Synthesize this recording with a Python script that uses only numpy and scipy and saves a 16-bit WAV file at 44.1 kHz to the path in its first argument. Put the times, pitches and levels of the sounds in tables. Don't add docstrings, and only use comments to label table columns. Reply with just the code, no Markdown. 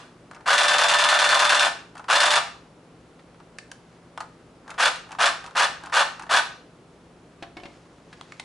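import sys
import numpy as np
from scipy import signal
from scipy.fft import rfft, irfft, next_fast_len
from scipy.io import wavfile
from scipy.ndimage import map_coordinates

SR = 44100
rng = np.random.default_rng(int(sys.argv[2]) if len(sys.argv) > 2 else 0)


def inscribe(sig):
    pcm = np.round(np.clip(np.atleast_2d(sig).T, -1, 1) * 32767)
    wavfile.write(sys.argv[1], SR, pcm.astype(np.int16))


N = 372204
TIME = np.arange(N) / SR
FFT_SIZE = 2 * next_fast_len(N // 2 + SR // 2)
HZ = np.fft.rfftfreq(FFT_SIZE, 1 / SR)

# (start [s], stop [s], full motor speed [rev/s], level [dB])
MOTOR_RUNS = [(.458, 1.669, 591, -1), (2.082, 2.384, 595, -0.5), (4.779, 4.883, 592, -0.5),
              (5.185, 5.284, 594, -0.5), (5.55, 5.652, 591, -1), (5.921, 6.021, 590, -0.5),
              (6.292, 6.395, 591, -0.5)]
# (position [crank turns], thud [dB], clack [dB])
STROKE_HITS = [(0, -32, -15), (.075, -21, -23.5), (.125, -24, -24), (.19, -34.5, -28), (.275, -20, -21),
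               (.33, -20, -27.5), (.38, -18.5, -30), (0.521, -26.5, -17), (0.584, -20, -22),
               (.655, -17.5, -33.5), (0.719, -27.5, -28.5), (.8, -24.5, -33)]
# (multiple of the shaft speed, level [dB])
WHINE_PARTIALS = [(1, -29), (3, -33), (6, -27), (7, -47), (12, -55), (14, -43)]
# (frequency [Hz], gain [dB])
SHELL_EQ = [(30, -58), (120, -37), (200, -28), (420, -16), (620, -4), (1000, 0.16), (1750, 1.5),
            (2100, -6.5), (3000, -7.5), (4200, -8), (5500, -12), (7800, -16.5), (9000, -20), (11000, -22)]
# (centre [Hz], width [Hz], boost [dB])
SHELL_PEAKS = [(527, 14, 4), (689, 63, 6), (797, 38, 5), (986, 105, 6), (1183, 76, 5.5), (1269, 22, 3.5),
               (1387, 7, 3.5), (1510, 64, 7), (1777, 12, 5), (2423, 220, 3.5), (2750, 160, 3),
               (2840, 270, 2.5), (3444, 130, 6.5), (4180, 130, 3), (8200, 160, 2)]
# (frequency [Hz], level [dB], t60 before damping [s])
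KNOCK_MODES = [(343, 2, 0.07), (565, -7, 0.19), (690, -4, 0.56), (727, -8.5, 0.35)]
# (touch [s], switch trips [s], end [s], level [dB], touch accent [dB], slip accent [dB])
TRIGGER_PULLS = [(0.3113, .347, .407, -5.5, 5, 0), (1.953, 1.978, 2.042, -1.5, 0, 1),
                 (4.678, 4.703, 4.741, 2.5, -4, -2), (5.091, 5.118, 5.149, 1, -8, 0),
                 (5.441, 5.462, 5.509, 0, 3.5, -1.5), (5.8359, 5.859, 5.897, -1, 4, 1.5),
                 (6.195, 6.222, 6.266, -1.5, 7.5, 1)]
# (travel [0 touch,
# 1 switch, 2 end], knock [dB], body [dB], snap [dB], tick [dB], base t60 [s], ring [Hz])
TRIGGER_HITS = [(0, -50, -36, -45, -49, 0.038, 1620), (0.599, -62, -38, -48, -56, 0.047, 1725),
                (1, -61.5, -44, -41, -43, 0.045, 2640), (1.26, -52, -34, -45, -53, 0.041, 1510),
                (2, -56, -37, -46, -55, .038, 1780)]
# (time [s], snap [dB], body re snap [dB], tick re snap [dB], base t60 [s], ring [Hz])
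FINGER_CLICKS = [(3.192, -54.5, -2.5, -18, 0.073, 1840), (3.344, -59, 8, -14, .05, 1830),
                 (3.401, -52, 8.5, -15, .036, 1680), (3.5856, -30, -11, -6.5, .021, 1760),
                 (3.7153, -34.5, -6, -2.5, .027, 1620), (4.1755, -34, 8.5, -6.5, 0.027, 1140),
                 (4.2037, -38, 8.5, -5, 0.083, 840), (8.128, -42.5, -8, -12, 0.07, 1680),
                 (8.2115, -29.5, -6, -9, 0.0084, 3300), (8.3208, -36, -3, -9, 0.02, 2210),
                 (8.397, -28.5, -8.5, -7.5, .03, 2070)]
# (low edge [Hz], high edge [Hz], multiple of the base t60)
CLICK_BANDS = [(760, 1510, 1.33), (1540, 4750, 0.87), (4940, 9600, 0.92)]
# (time [s], snap [dB], ring [Hz])
COUNTER_BUMPS = [(7.4248, -36.5, 784), (7.5686, -40.5, 2210), (7.5986, -49.5, 3030), (7.634, -44, 2740),
                 (7.655, -42.5, 2150)]
# (knock [dB], body [dB], snap [dB], tick [dB])
BUMP_MIX = (5, -2, 1, -15)
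# (time [s], level [dB])
SWITCH_RELEASES = [(3.585, -54), (3.7125, -57)]
# (frequency [Hz], level [dB], t60 [s])
SPRING_MODES = [(1770, -5, .1), (2875, -5, .17), (3470, -9, 0.15), (4100, -9, .2), (4745, -3, 0.12),
                (6040, -9, .2), (7700, -10, .14)]
# (centre [s], half length [s], level [dB])
HAND_SLIDES = [(3.933, 0.071, -67), (7.728, 0.14, -60.5), (7.958, 0.045, -70), (8.3, 0.25, -59)]
# (frequency [Hz], t60 [s])
ROOM_DECAY = [(150, 0.66), (800, 0.39), (2000, 0.42), (5500, 0.41), (11000, 0.32)]
# (frequency [Hz], gain [dB])
AIR_EQ = [(15, -33), (25, -19.5), (59, -5), (92, -9.5), (107, -6), (160, -5.5), (192, -6.5), (241, -3.5),
          (401, -5.5), (492, -6.5), (840, -13), (1110, -15), (1360, -16), (1590, -20), (11000, -37.5),
          (14300, -76), (22000, -120)]
# (frequency [Hz], level [dB])
HUM_TONES = [(119.8, -63.5), (150.7, -65.5), (170, -62), (250, -69), (299, -70)]
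# (frequency [Hz], side gain [dB])
SIDE_EQ = [(100, -23.5), (300, -15.5), (700, -14.5), (1500, -6), (4000, -5), (10000, -3)]
# (frequency [Hz], left minus right [dB])
MIC_BALANCE = [(60, 1.5), (130, -0.5), (270, -0.5), (570, 2.5), (1210, 0.5), (2560, 0.5), (5430, -1.0),
               (11500, 0.5)]


def drive(spin_up_s=.022, brake_s=.018, strain_db=1, turns_per_stroke=60, rest_turn=.015):
    speed, crank, force = np.zeros((3, N))
    for start, stop, full_speed, db in MOTOR_RUNS:
        on = (TIME >= start) & (TIME < stop + .1)
        t = TIME[on]
        rise = 1 - np.exp(-(t - start) / spin_up_s)
        share = rise * np.exp(-np.maximum(t - stop, 0) / brake_s)
        speed[on] = full_speed * share
        crank[on] = rest_turn + np.cumsum(speed[on]) / SR / turns_per_stroke
        force[on] = amp(db + strain_db * (.5 - rise)) * share ** .5
    return speed, crank, force


def pusher_rattle(speed, crank, force, scatter_db=1.38, grind_db=-30, teeth_db=-35, crossover_hz=2200):
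    thuds, clacks = np.zeros((2, N))
    turning = (crank[:-1] > 0) & (crank[1:] > 0)
    for turn, thud_db, clack_db in STROKE_HITS:
        hits = np.flatnonzero((np.diff(np.floor(crank - turn)) > 0) & turning)
        strength = force[hits, None] * amp(scatter_db * rng.standard_normal((len(hits), 2)))
        thuds[hits] += amp(thud_db) * strength[:, 0]
        clacks[hits] += amp(clack_db) * strength[:, 1]
    acceleration = np.maximum(np.gradient(speed), 0)
    strain = force * (acceleration / acceleration.max()) ** .5
    low = decay(thuds, t60=.043) + amp(grind_db) * force + amp(-22) * strain
    high = decay(clacks, t60=.05) + amp(teeth_db) * force + amp(-24) * strain * speed / speed.max()
    low *= chatter(rate=3000, smooth=.81)
    high *= chatter(rate=4000, smooth=.94)
    shell = shell_colour()
    low_share = 1 / (1 + (HZ / crossover_hz) ** 4)
    low_eq = causal(unit(shell * low_share ** .5))
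    high_eq = causal(unit(shell * (1 - low_share) ** .5))
    return filtered(low, low_eq) + filtered(high, high_eq)


def shell_colour():
    peaks_db = sum(db / (1 + (2 * (HZ - hz) / width) ** 2) for hz, width, db in SHELL_PEAKS)
    return amp(along(SHELL_EQ) + peaks_db)


def motor_whine(speed, crank, force, sag=.00095, flutter_db=1.1, commutator_multiple=3, surge_db=19.5,
                panel_hz=1620, panel_half_width_hz=95, panel_db=9):
    turns = np.cumsum(speed * (1 + sag * np.sin(2 * np.pi * crank) + .0007 * wobble(40))) / SR
    current = np.tanh((1 - speed / speed.max()) / .2)
    tones = np.zeros(N)
    for multiple, db in WHINE_PARTIALS:
        hz = multiple * speed
        boost_db = panel_db / (1 + ((hz - panel_hz) / panel_half_width_hz) ** 2)
        if multiple == commutator_multiple:
            boost_db += surge_db * current
        shell_db = np.minimum(along(SHELL_EQ, hz) - along(SHELL_EQ, hz.max()), 0)
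        level = amp(db + boost_db + shell_db - flutter_db * wobble(45))
        tones += level * np.sin(2 * np.pi * multiple * turns)
    return tones * force * (speed / speed.max()) ** 2


def click_cues(finger_knock_db=-17, bump_t60=.074):
    cues = []
    for *times, db, touch_db, slip_db in TRIGGER_PULLS:
        accents_db = db + np.array([touch_db, slip_db, 0, slip_db, slip_db])
        for (travel, *levels, t60, ring_hz), accent_db in zip(TRIGGER_HITS, accents_db):
            start = np.interp(travel, [0, 1, 2], times)
            cues.append((start, *np.add(levels, accent_db), t60, ring_hz))
    for start, db, body_db, tick_db, t60, ring_hz in FINGER_CLICKS:
        cues.append((start, db + finger_knock_db, db + body_db, db, db + tick_db, t60, ring_hz))
    for start, db, ring_hz in COUNTER_BUMPS:
        cues.append((start, *np.add(BUMP_MIX, db), bump_t60, ring_hz))
    return cues


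def plastic_clicks(trim_db=-.5, knock_trim_db=-3, ring_db=-2, attack_s=.00018):
    t = np.arange(SR // 5) / SR
    tracks, rings = np.zeros((len(CLICK_BANDS), N + SR)), np.zeros(N + SR)
    t60_scales = np.array(CLICK_BANDS)[:, 2:]
    for start, knock_db, body_db, snap_db, tick_db, t60, ring_hz in click_cues():
        span = round(start * SR) + np.arange(len(t))
        envelopes = amp(trim_db - 60 * t / (t60 * t60_scales)) * (1 - np.exp(-t / attack_s))
        bursts = envelopes * rng.standard_normal(envelopes.shape)
        tracks[:, span] += amp([[body_db], [snap_db], [tick_db]]) * bursts
        ring = amp(snap_db + ring_db) * envelopes[0] * np.sin(2 * np.pi * ring_hz * t)
        knock = amp(knock_db + knock_trim_db) * struck(KNOCK_MODES, t) * np.exp(-2 * t / t60)
        rings[span] += ring + knock
    snaps = sum(filtered(track[:N], plastic_band(lo, hi))
                for track, (lo, hi, _) in zip(tracks, CLICK_BANDS))
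    return snaps + rings[:N]


def plastic_band(low_hz, high_hz, tilt_hz=2500):
    skirts = (1 + (low_hz / (HZ + 1)) ** 10) * (1 + (HZ / high_hz) ** 10)
    tilt = 1 + (HZ / tilt_hz) ** 2
    return causal(unit(1 / np.sqrt(skirts * tilt)))


def switch_spring():
    t, pings = np.arange(SR // 4) / SR, np.zeros(N + SR)
    for start, db in SWITCH_RELEASES:
        pings[round(start * SR):][:len(t)] += amp(db) * struck(SPRING_MODES, t)
    return pings[:N]


def rubbing(lead_s=.07, half_length_s=.057, trigger_db=-51):
    pulls = sum(np.exp(-((TIME - start + lead_s) / half_length_s) ** 2) for start, *_ in MOTOR_RUNS)
    slides = sum(amp(db) * np.exp(-((TIME - centre) / half) ** 2) for centre, half, db in HAND_SLIDES)
    creak = filtered(amp(trigger_db) * pulls * chatter(rate=980, smooth=.39), plastic_band(760, 1480))
    brush = filtered(slides * chatter(rate=900, smooth=.82), plastic_band(640, 7600))
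    return creak + brush


def counter_scatter(x, t60=.08, build_s=.002):
    t = np.arange(SR // 12) / SR
    scatter = rng.standard_normal(len(t)) * amp(-60 * t / t60) * (1 - np.exp(-t / build_s))
    return signal.fftconvolve(x, scatter / np.linalg.norm(scatter))[:N]


def room_reverb(x, build_s=.0065):
    hz, t, spectrum = signal.stft(rng.standard_normal((2, SR // 2)), SR, nperseg=256)
    spectrum *= amp(-60 * t / along(ROOM_DECAY, hz)[:, None])
    tail = signal.istft(spectrum, SR, nperseg=256)[1]
    tail *= 1 - np.exp(-(np.arange(tail.shape[1]) / SR / build_s) ** 2)
    return signal.fftconvolve(x[None], tail / np.linalg.norm(tail[0]), axes=1)[:, :N]


def room_tone(air_db=-52.5, echo_db=-45, echo_t60=.45):
    air = amp(air_db) * unit(filtered(rng.standard_normal((2, N)), amp(along(AIR_EQ))))
    echo = unit(filtered(rng.standard_normal((2, N)), shell_colour()))
    mid, side = air + amp(echo_db - 60 * TIME / echo_t60) * echo
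    for hz, db in HUM_TONES:
        level = amp(db + 2.2 * wobble(4)) * np.sqrt(2)
        mid += level * np.sin(2 * np.pi * hz * TIME + .5 * wobble(4))
    return mid, filtered(side, amp(along(SIDE_EQ) - .5))


def struck(modes, t, scatter_db=2):
    return sum(amp(db + rng.normal(0, scatter_db) - 60 * t / t60) * np.sin(2 * np.pi * hz * t)
               for hz, db, t60 in modes)


def chatter(rate, smooth):
    impacts = rng.standard_normal(N) * (rng.random(N) < rate / SR)
    return unit(unit(impacts) + smooth * rng.standard_normal(N))


def wobble(rate):
    return map_coordinates(rng.standard_normal(int(N * rate / SR) + 4), [TIME * rate / SR], order=2)


def decay(hits, t60):
    return signal.lfilter([1], [1, -np.exp(-np.log(1000) / (t60 * SR))], hits)


def causal(gain):
    cepstrum = irfft(np.log(np.maximum(gain, 1e-6)))
    cepstrum[1:FFT_SIZE // 2] *= 2
    cepstrum[FFT_SIZE // 2 + 1:] = 0
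    return np.exp(rfft(cepstrum))


def filtered(x, response):
    return irfft(rfft(x, FFT_SIZE) * response, FFT_SIZE)[..., :N]


def along(points, hz=HZ):
    frequencies, values = np.transpose(points)
    return np.interp(np.log(hz + 1), np.log(frequencies), values)


def amp(db):
    return 10 ** (np.asarray(db) / 20)


def unit(x):
    return x / np.sqrt(np.mean(np.abs(x) ** 2) + 1e-20)


def scene(rattle_send_db=-7.5, whine_send_db=-22, handling_send_db=-11, side_db=-6):
    speed, crank, force = drive()
    rattle = pusher_rattle(speed, crank, force)
    handling = plastic_clicks() + switch_spring() + rubbing()
    whine = motor_whine(speed, crank, force)
    send = amp(rattle_send_db) * rattle + amp(whine_send_db) * whine + amp(handling_send_db) * handling
    reverb_mid, reverb_side = room_reverb(send)
    tone_mid, tone_side = room_tone()
    scatter = filtered(counter_scatter(rattle + handling), amp(along(SIDE_EQ)))
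    mid = rattle + whine + handling + reverb_mid + tone_mid
    side = amp(side_db) * (scatter + reverb_side) + tone_side
    return np.array([mid + side, mid - side])


def record(dry, ceiling=.55, top_hz=11250):
    coloured = filtered(dry, amp(np.outer([.5, -.5], along(MIC_BALANCE))))
    rounded = coloured / (1 + (coloured / ceiling) ** 4) ** (1 / 4)
    return filtered(rounded, np.clip((top_hz - HZ) / 200, 0, 1))


dry = scene()
out = record(dry)
inscribe(out)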